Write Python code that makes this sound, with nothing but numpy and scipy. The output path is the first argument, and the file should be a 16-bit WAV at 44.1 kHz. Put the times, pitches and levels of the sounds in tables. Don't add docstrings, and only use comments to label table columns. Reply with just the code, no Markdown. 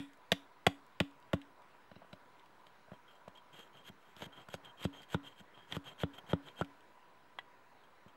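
import sys
import numpy as np
from scipy import signal
from scipy.fft import rfft, irfft, next_fast_len
from scipy.io import wavfile
from scipy.ndimage import uniform_filter1d, map_coordinates

SR = 44100
rng = np.random.default_rng(int(sys.argv[2]) if len(sys.argv) > 2 else 0)


def rack_gain(trim_db):
    fader = np.asarray(trim_db, float)
    return 10 ** (fader / 20)


def transcribe(signal):
    frames = np.atleast_2d(signal).T
    limited = np.clip(frames, -1, 1)
    pcm = np.round(limited * 32767).astype(np.int16)
    wavfile.write(sys.argv[1], SR, pcm)


N = 359856
LEAD = SR // 10
LONG = N + SR


def unit(x):
    return x / np.sqrt(np.mean(x ** 2) + 1e-20)


def along(points, hz):
    f, v = np.transpose(points)
    return np.interp(np.log(hz + 1), np.log(f + 1), v)


def curves(rows):
    s, *cols = np.transpose(rows)
    return [np.interp((np.arange(LONG) - LEAD) / SR, s, c) for c in cols]


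def wobble(rate):
    knots = rng.standard_normal(int(LONG * rate / SR) + 4)
    return map_coordinates(knots, [np.arange(LONG) * rate / SR])


def filtered(x, response):
    m = next_fast_len(LONG + 8192)
    return irfft(rfft(x, m) * response(np.fft.rfftfreq(m, 1 / SR)), m)[:LONG]


def body(peaks):
    def response(f):
        return sum((-1) ** k * rack_gain(db) * 1j * f * width / (hz * hz - f * f + 1j * f * width)
                   for k, (hz, width, db) in enumerate(peaks))
    return response


def mode(t, hz, db, t60):
    return rack_gain(db - 60 * t / t60) * np.sin(2 * np.pi * hz * t)


def add(track, s, sound):
    track[LEAD + round(s * SR):][:len(sound)] += sound


def struck(burst, shape, response):
    gain = response(np.fft.rfftfreq(len(burst), 1 / SR))
    sound = irfft(rfft(burst) * gain, len(burst))
    return unit(sound) * np.sqrt(np.mean(shape ** 2) * np.mean(abs(gain) ** 2))


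def grit(density, spread_db):
    slips = (rng.random(LONG) < density / SR) * rack_gain(spread_db * rng.standard_normal(LONG))
    slips = unit(slips * rng.standard_normal(LONG))
    return unit(slips + 1.2 * rng.standard_normal(LONG))


def rung(force, level_db, response):
    return filtered(force * rack_gain(level_db), response) / np.std(filtered(force, response))


EARLY = -.027
SWING_TIMES = [EARLY, .318, .3225, .6655, .668, 1.0012, 1.0047, 1.3315, 1.335]
# knock in dB, log boom over it in dB, crack in dB, splinters over the crack in dB.
SWINGS = [
    (-22, -2.5, -16.5, -16),
    (-21, -12, -17.5, -30),
    (-33, -6, -27.5, -5),
    (-20.5, -30, -19, -16.5),
    (-21.5, -6.5, -23.5, -9),
    (-27, -16, -21.5, -15),
    (-28, -1.5, -53, -4.5),
    (-30, -22, -31.5, -17),
    (-28, 0, -40, -16),
]
LANDING_TIMES = [4.22, 4.54, 4.85, 5.1437, 5.7228, 5.765, 6.0332, 6.331, 6.6105]
# knock in dB, log boom over it in dB, crack in dB, splinters over the crack in dB.
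LANDING_LEVELS = [(-35, -15.5, -39.5, -16), (-37.5, -8.5, -41, -4.5), (-36.5, 6.5, -37, -12.5),
                  (-26.5, -3.5, -34, -25), (-38, -9.5, -31.5, -24), (-37, -0.5, -41, -11),
                  (-30.5, 0.5, -34, -30), (-25, -3, -35, -24), (-30, -4, -40.5, -10)]


def blows():
    swing_knock, landing_knock = (-8.5, -2.4, .0028, 0.93, False), (-5, -2.5, .0033, 0.88, True)
    swing_crack, landing_crack = (-4, 0.036), (-6.5, 0.046)
    swings = [(s, *row, swing_knock, swing_crack) for s, row in zip(SWING_TIMES, SWINGS)]
    landings = [(s, *row, landing_knock, landing_crack) for s, row in zip(LANDING_TIMES, LANDING_LEVELS)]
    return swings + landings


# start in seconds, knock in dB, upper knock over it in dB, log boom over it in dB.
STICK_BUMPS = [(1.914, -44, -6.5, -12), (1.961, -54, -21, 0), (2.0173, -50, -16, -23),
               (2.023, -51, -20, -17), (2.045, -55, -6, -18), (2.129, -40, -13, -10.5),
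               (2.666, -56.5, -16, -17), (2.882, -55.5, -7, -14), (2.916, -43, -27, -6.5),
               (2.932, -47.5, -11, -14), (3.277, -42.5, -27, -13.5), (3.896, -55, -4, 1.5),
               (4.165, -57, -6, -2), (4.264, -57, -19, 4), (4.485, -49.5, 1, -7.5), (5.409, -64, -9, 6.5),
               (6.182, -54.5, 4.5, -20), (6.238, -58, -14, -6), (6.6194, -55, 19, -10),
               (8.06, -60, -17.5, 3.5)]


def knock_rows():
    bumps = [(s, db, boom, upper, -4, .0022, 1, False) for s, db, upper, boom in STICK_BUMPS]
    return [(s, db, boom, *knock) for s, db, boom, _, _, knock, _ in blows()] + bumps


# frequency in Hz, level in dB, t60 in seconds.
LOG_MODES = [(105, 3, .055), (145, -1, .04), (190, 4, .045), (340, -4, .035), (500, -8, .025)]
# frequency in Hz, level in dB, t60 in seconds.
LASTING_MODE = (281, -13.5, 0.26)
# frequency in Hz, width in Hz, level in dB.
STICK_LOW_MODES = [(616, 180, 4), (910, 380, -3.5), (1120, 120, -0.5)]
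# frequency in Hz, width in Hz, level in dB.
HELD_STICK_MODES = [(474, 540, 0.8), (857, 486, 1.5)]
# frequency in Hz, width in Hz, level in dB.
STICK_UPPER_MODES = [(1397, 140, 6)]


def knocks():
    log, low, gripped, upper = np.zeros((4, LONG))
    t = np.arange(SR // 3) / SR
    yielding = 1 - np.exp(-t / .0007)
    for s, db, boom_db, upper_db, ring_db, lag_s, factor, held in knock_rows():
        chance = rng.standard_normal((len(LOG_MODES), 2))
        boom = sum(mode(t, hz * (factor + .02 * a), level + b, t60)
                   for (hz, level, t60), (a, b) in zip(LOG_MODES, chance))
        hz, level, t60 = LASTING_MODE
        ring = mode(t, hz, level + ring_db, t60)
        add(log, s + lag_s, -rack_gain(db + boom_db + 6.0) * (boom + ring) * yielding)
        push = np.hanning(20) / 10
        chatter = np.convolve(rng.standard_normal(800), push / push.sum(), "same")
        chatter = .09 * chatter * rack_gain(-60 * t[:800] / .025)
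        for track, level_db in ((gripped if held else low, db + 34.5), (upper, db + upper_db + 33.5)):
            add(track, s + .001, rack_gain(level_db) * push)
            add(track, s + .001, rack_gain(level_db) * chatter)
    stick = filtered(low, body(STICK_LOW_MODES)) + filtered(upper, body(STICK_UPPER_MODES))
    return log + stick + filtered(gripped, body(HELD_STICK_MODES))


# start in seconds, level in dB, splinters over it in dB.
FIBRE_TICKS = [(.1326, -64, -0.5), (1.0464, -59, -16), (1.1094, -64, -7), (1.2251, -61, -10),
               (1.342, -47, -9), (1.4153, -49.5, -15), (1.619, -66, -5), (1.9145, -67, -20),
               (2.1298, -49.5, -12.5), (2.3947, -57.5, -15), (2.4583, -62, -7), (2.6672, -53.5, -12),
               (2.9178, -61, -25), (3.28, -53.5, -8.5), (3.3722, -56, -10), (4.1644, -50, -9),
               (4.4863, -55, -3), (4.6488, -63, -25), (4.831, -41.5, -33), (4.8425, -45.5, -1),
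               (5.0188, -57.5, -1), (5.0314, -59, -2), (6.0013, -43, -30), (6.4846, -44, -35.5),
               (6.6453, -52, -12), (6.8059, -61.5, -9), (7.3871, -43.5, -19), (7.8361, -63, -14),
               (8.082, -62, -16)]


def crack_rows():
    ticks = [(*row, -10, 0.045) for row in FIBRE_TICKS]
    return [(s, db, splinter, *crack) for s, _, _, db, splinter, _, crack in blows()] + ticks


# frequency in Hz, width in Hz, level in dB.
BITE_MODES = [(1920, 230, -0.5)]
# frequency in Hz, width in Hz, level in dB.
SPLIT_MODES = [(2430, 370, -4.5), (3056, 283, 0), (3400, 330, -1), (3956, 220, -8)]
# frequency in Hz, width in Hz, level in dB.
SPLINTER_MODES = [(4630, 300, 7), (5560, 520, 1.5), (6780, 680, 0.5), (7970, 210, 7), (9700, 1100, -5.5),
                  (11390, 860, 1), (12600, 1100, 1)]


def cracks():
    out, t = np.zeros(LONG), np.arange(SR // 5) / SR

    def splinters(f):
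        steep = (1j * f / (3000 + 1j * f)) ** 2
        return body(SPLINTER_MODES)(f) * steep / (1 + 1j * f / 9000) ** 2

    responses = body(BITE_MODES), body(SPLIT_MODES), splinters
    for s, db, splinter_db, low_db, t60 in crack_rows():
        shape = rack_gain(-60 * t / 0.0055) + 0.38 * rack_gain(-60 * t / max(t60, .003))
        bursts = rng.standard_normal((3, len(t))) * shape
        bursts[:2, 8] = 3
        levels = low_db + 17, 13.5, splinter_db + 10.5
        for burst, level_db, response in zip(bursts, levels, responses):
            add(out, s + .0006, rack_gain(db + level_db) * struck(burst, shape, response))
    return out


# frequency in Hz, level over the crack in dB, t60 in seconds.
CHEEK_MODE = (3460, -37, 0.22)


def blade_ring():
    out, t = np.zeros(LONG), np.arange(SR // 5) / SR
    hz, ring_db, t60 = CHEEK_MODE
    for s, (*_, crack_db, _) in zip(SWING_TIMES, SWINGS):
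        waver = np.cumsum(rng.normal(0, .018, len(t)))
        ring = np.sin(2 * np.pi * hz * t + waver)
        add(out, s + .002, rack_gain(crack_db + ring_db - 60 * t / t60) * ring)
    return out


# frequency in Hz, t60 in seconds.
WOODLAND_DECAY = [(200, .12), (1000, 0.2), (3500, 0.27), (10000, 0.36)]


def trees(x):
    hz, t, z = signal.stft(rng.standard_normal(SR // 2), SR, nperseg=256)
    decay = rack_gain(-60 * t / along(WOODLAND_DECAY, hz)[:, None])
    tail = signal.istft(z * decay, SR, nperseg=256)[1]
    delayed = np.pad(x, (300, 0))
    return signal.fftconvolve(delayed, tail / np.linalg.norm(tail))[:LONG]


# frequency in Hz, level in dB per Hz.
AIR_SPECTRUM = [(20, -17.5), (34, -25), (125, -11), (540, -9), (1480, -10), (5850, -32.5), (14700, -40.5),
                (16000, -43)]
# frequency in Hz, width in Hz, lift in dB.
AIR_HUMPS = [(982, 100, 9), (1490, 49, 1.5), (3960, 300, 3.5), (4820, 200, 0)]
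# time in seconds, level in dB.
AIR_DRIFT = [(0, -63.5), (2.7, -63), (5.4, -63), (6.6, -61.5), (7.15, -64), (8.16, -63.5)]


def air():
    z = signal.stft(rng.standard_normal(LONG), nperseg=512)[2]
    patches = uniform_filter1d(uniform_filter1d(rng.standard_normal(z.shape), 6, 0), 14, 1)
    noise = signal.istft(z * rack_gain(1.6 * unit(patches)), nperseg=512)[1]

    def spectrum(f):
        lift = sum(db / (1 + (2 * (f - hz) / width) ** 2) for hz, width, db in AIR_HUMPS)
        return rack_gain(along(AIR_SPECTRUM, f) + lift)

    return rack_gain(curves(AIR_DRIFT)[0] - 0.5) * unit(filtered(noise, spectrum))


# frequency in Hz, rms level in dB.
CAMERA_TONE = [(15665, -92.5)]


def whine():
    hz, db = CAMERA_TONE[0]
    return np.sqrt(2) * rack_gain(db) * np.sin(2 * np.pi * hz * np.arange(N) / SR)


# frequency in Hz, width in Hz, level in dB.
FREE_STICK_MODES = [(1400, 160, -1), (2800, 190, -2), (3970, 100, 2), (5380, 170, -9)]
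# start in seconds, level in dB.
STICK_CONTACTS = [
    (1.914, -58.5),
    (1.957, -53),
    (2.128, -49),
    (2.666, -71),
    (7.386, -58),
]


def set_down():
    out, t = np.zeros(LONG), np.arange(SR // 5) / SR
    shape = rack_gain(-60 * t / 0.041)
    for s, db in STICK_CONTACTS:
        burst = shape * rng.standard_normal(len(t))
        add(out, s, rack_gain(db + 10.5) * struck(burst, shape, body(FREE_STICK_MODES)))
    return out


# start in seconds, blade song in dB.
EDGE_GRAZES = [(2.666, -68), (2.933, -65), (3.079, -64), (3.11, -62), (3.151, -66), (3.352, -64),
               (3.376, -66), (4.648, -55), (6.463, -55), (7.836, -69), (8.08, -66)]
# start in seconds, length in seconds, blade song in dB, fibre tearing in dB.
EDGE_SLIDES = [(3.529, 0.15, -62, -68), (3.729, 0.087, -64, -77), (4.01, 0.16, -75, -77),
               (4.324, 0.12, -60, -74), (4.636, 0.082, -61.5, -81), (4.929, 0.089, -57, -70),
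               (5.017, .03, -68, -69), (5.232, 0.085, -59, -68), (5.311, 0.032, -69, -84),
               (5.538, 0.12, -65, -87), (5.84, 0.096, -58, -67), (6.133, 0.04, -57, -67.5),
               (6.178, 0.019, -56, -67.5), (6.43, 0.087, -61, -70)]
# start in seconds, length in seconds, blade song in dB, fibre tearing in dB.
EDGE_CUTS = [(3.838, 0.041, -60.5, -60.5), (4.155, 0.051, -65, -61.5), (4.193, 0.038, -51, -58.5),
             (4.229, 0.022, -67, -63.5), (4.499, 0.041, -56, -57), (4.775, .062, -56.5, -56),
             (5.087, 0.046, -55, -56), (5.359, 0.038, -65, -67.5), (5.677, 0.045, -58.5, -59.5),
             (5.722, 0.027, -67, -57.5), (5.979, .04, -53, -56.5), (6.265, 0.044, -57, -60),
             (6.556, .035, -57, -63)]


def contact():
    lifted_db, touch_s = -110, .008
    strokes = []
    swell = np.array([-7.5, 0, -11.5])
    for s, d, song, tear in EDGE_SLIDES:
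        strokes.append(([s, s + 0.49 * d, s + d], song + swell, tear + swell, song + 4.5 + swell))
    dig, hold_s = np.array([1, 0, 0]), 0.013
    for s, d, song, tear in EDGE_CUTS:
        tearing = tear - 20 * dig
        strokes.append(([s, s + d, s + d + hold_s], song - 12 * dig, tearing, tearing + 9))
    fade, graze_s = np.array([0, -13.5]), .024
    for s, song in EDGE_GRAZES:
        strokes.append(([s, s + graze_s], song + fade, song - 12 + fade, song - 5 + fade))
    ms = np.arange(0, LONG, SR // 1000)
    seconds = (ms - LEAD) / SR
    levels = []
    for s, *columns in strokes:
        times = [s[0] - touch_s, *s, s[-1] + touch_s]
        levels.append([np.interp(seconds, times, [lifted_db, *db, lifted_db]) for db in columns])
    return [np.interp(np.arange(LONG), ms, db) for db in np.max(levels, axis=0)]


# frequency in Hz, width in Hz, level in dB.
BLADE_HIGH_MODES = [(6490, 300, 0), (7620, 220, 1), (11400, 250, -3), (12550, 250, -2)]
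# time in seconds, level in dB.
TOE_SHARE = [(3, -2), (4.1, -2), (5.7, -9), (6.2, -2), (6.6, -5)]


def shimmer(level_db):
    toe_db, out = curves(TOE_SHARE)[0], np.zeros(LONG)
    for hz, width, db in BLADE_HIGH_MODES:
        resonance = body([(hz, width, 0)])
        mode_db = level_db + db + toe_db * (hz > 9000) + 3 * wobble(25)
        out += rung(grit(2700, spread_db=1.5), mode_db, lambda f: resonance(f) ** 2)
    return out


# frequency in Hz, width in Hz, level in dB.
BLADE_MODES = [(1500, 120, -19), (2726, 340, -12), (3197, 60, 8), (3295, 130, -10.5)]
# frequency in Hz, level in dB per Hz.
TEAR_SPECTRUM = [(880, -33), (1500, -1.5), (2250, -7.5), (3200, -3.5), (5090, -21.5), (7770, -19),
                 (9940, -25.5), (12600, -18), (15800, -26)]
# frequency in Hz, level in dB per Hz.
RASP_SPECTRUM = [(60, -15), (120, 12), (250, -1), (600, 1), (1500, -4), (2600, -12.5), (4000, -15),
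                 (6000, -57)]


def shaving():
    song_db, tear_db, rasp_db = contact()
    pressure = wobble(60)
    song_db_now = song_db + 1.5 + 3 * pressure + 2.5 * wobble(25)
    song = rung(grit(2500, spread_db=1.0), song_db_now, body(BLADE_MODES))
    high = shimmer(.6 * tear_db + .4 * song_db - 13.5 + 2 * pressure)
    tear = unit(filtered(grit(1000, spread_db=4.2), lambda f: rack_gain(along(TEAR_SPECTRUM, f))))
    rasp = unit(filtered(grit(700, spread_db=8.0), lambda f: rack_gain(along(RASP_SPECTRUM, f))))
    tear *= rack_gain(tear_db + 5.5 + 1.7 * pressure + 0.49 * wobble(230))
    rasp *= rack_gain(rasp_db - 2.5 + 3.9 * wobble(40))
    return song + high + tear + rasp


# start in seconds, level in dB.
CHEEK_TAP = (7.3866, -32)
# frequency in Hz, level in dB, t60 in seconds.
TAPPED_STICK_MODES = [(780, -11, 0.03), (985, 13, 0.0063), (1660, -3, 0.025), (1960, -5.5, 0.05),
                      (2880, -10, 0.028), (3270, -0.5, 0.023)]


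def tap():
    out, t = np.zeros(LONG), np.arange(SR // 8) / SR
    s, db = CHEEK_TAP
    ring = sum(mode(t, *row) for row in TAPPED_STICK_MODES)
    add(out, s, rack_gain(db) * ring * (1 - np.exp(-t / 0.0012)))
    return out


def scene():
    hits = knocks() + cracks() + blade_ring() + set_down() + tap()

    def microphone(f):
        return (1j * f / (60 + 1j * f)) ** 6 / (1 + (f / 14000) ** 12)

    near = filtered(hits + rack_gain(-21.0) * trees(hits) + shaving(), microphone)
    return (near + air())[None, LEAD:LEAD + N]


def low_pass(x):
    return signal.sosfilt(signal.butter(12, 16330, fs=SR, output="sos"), x)


def record(dry):
    mix = dry + whine() + 0.00046
    return low_pass(mix)


dry = scene()
out = record(dry)
transcribe(out)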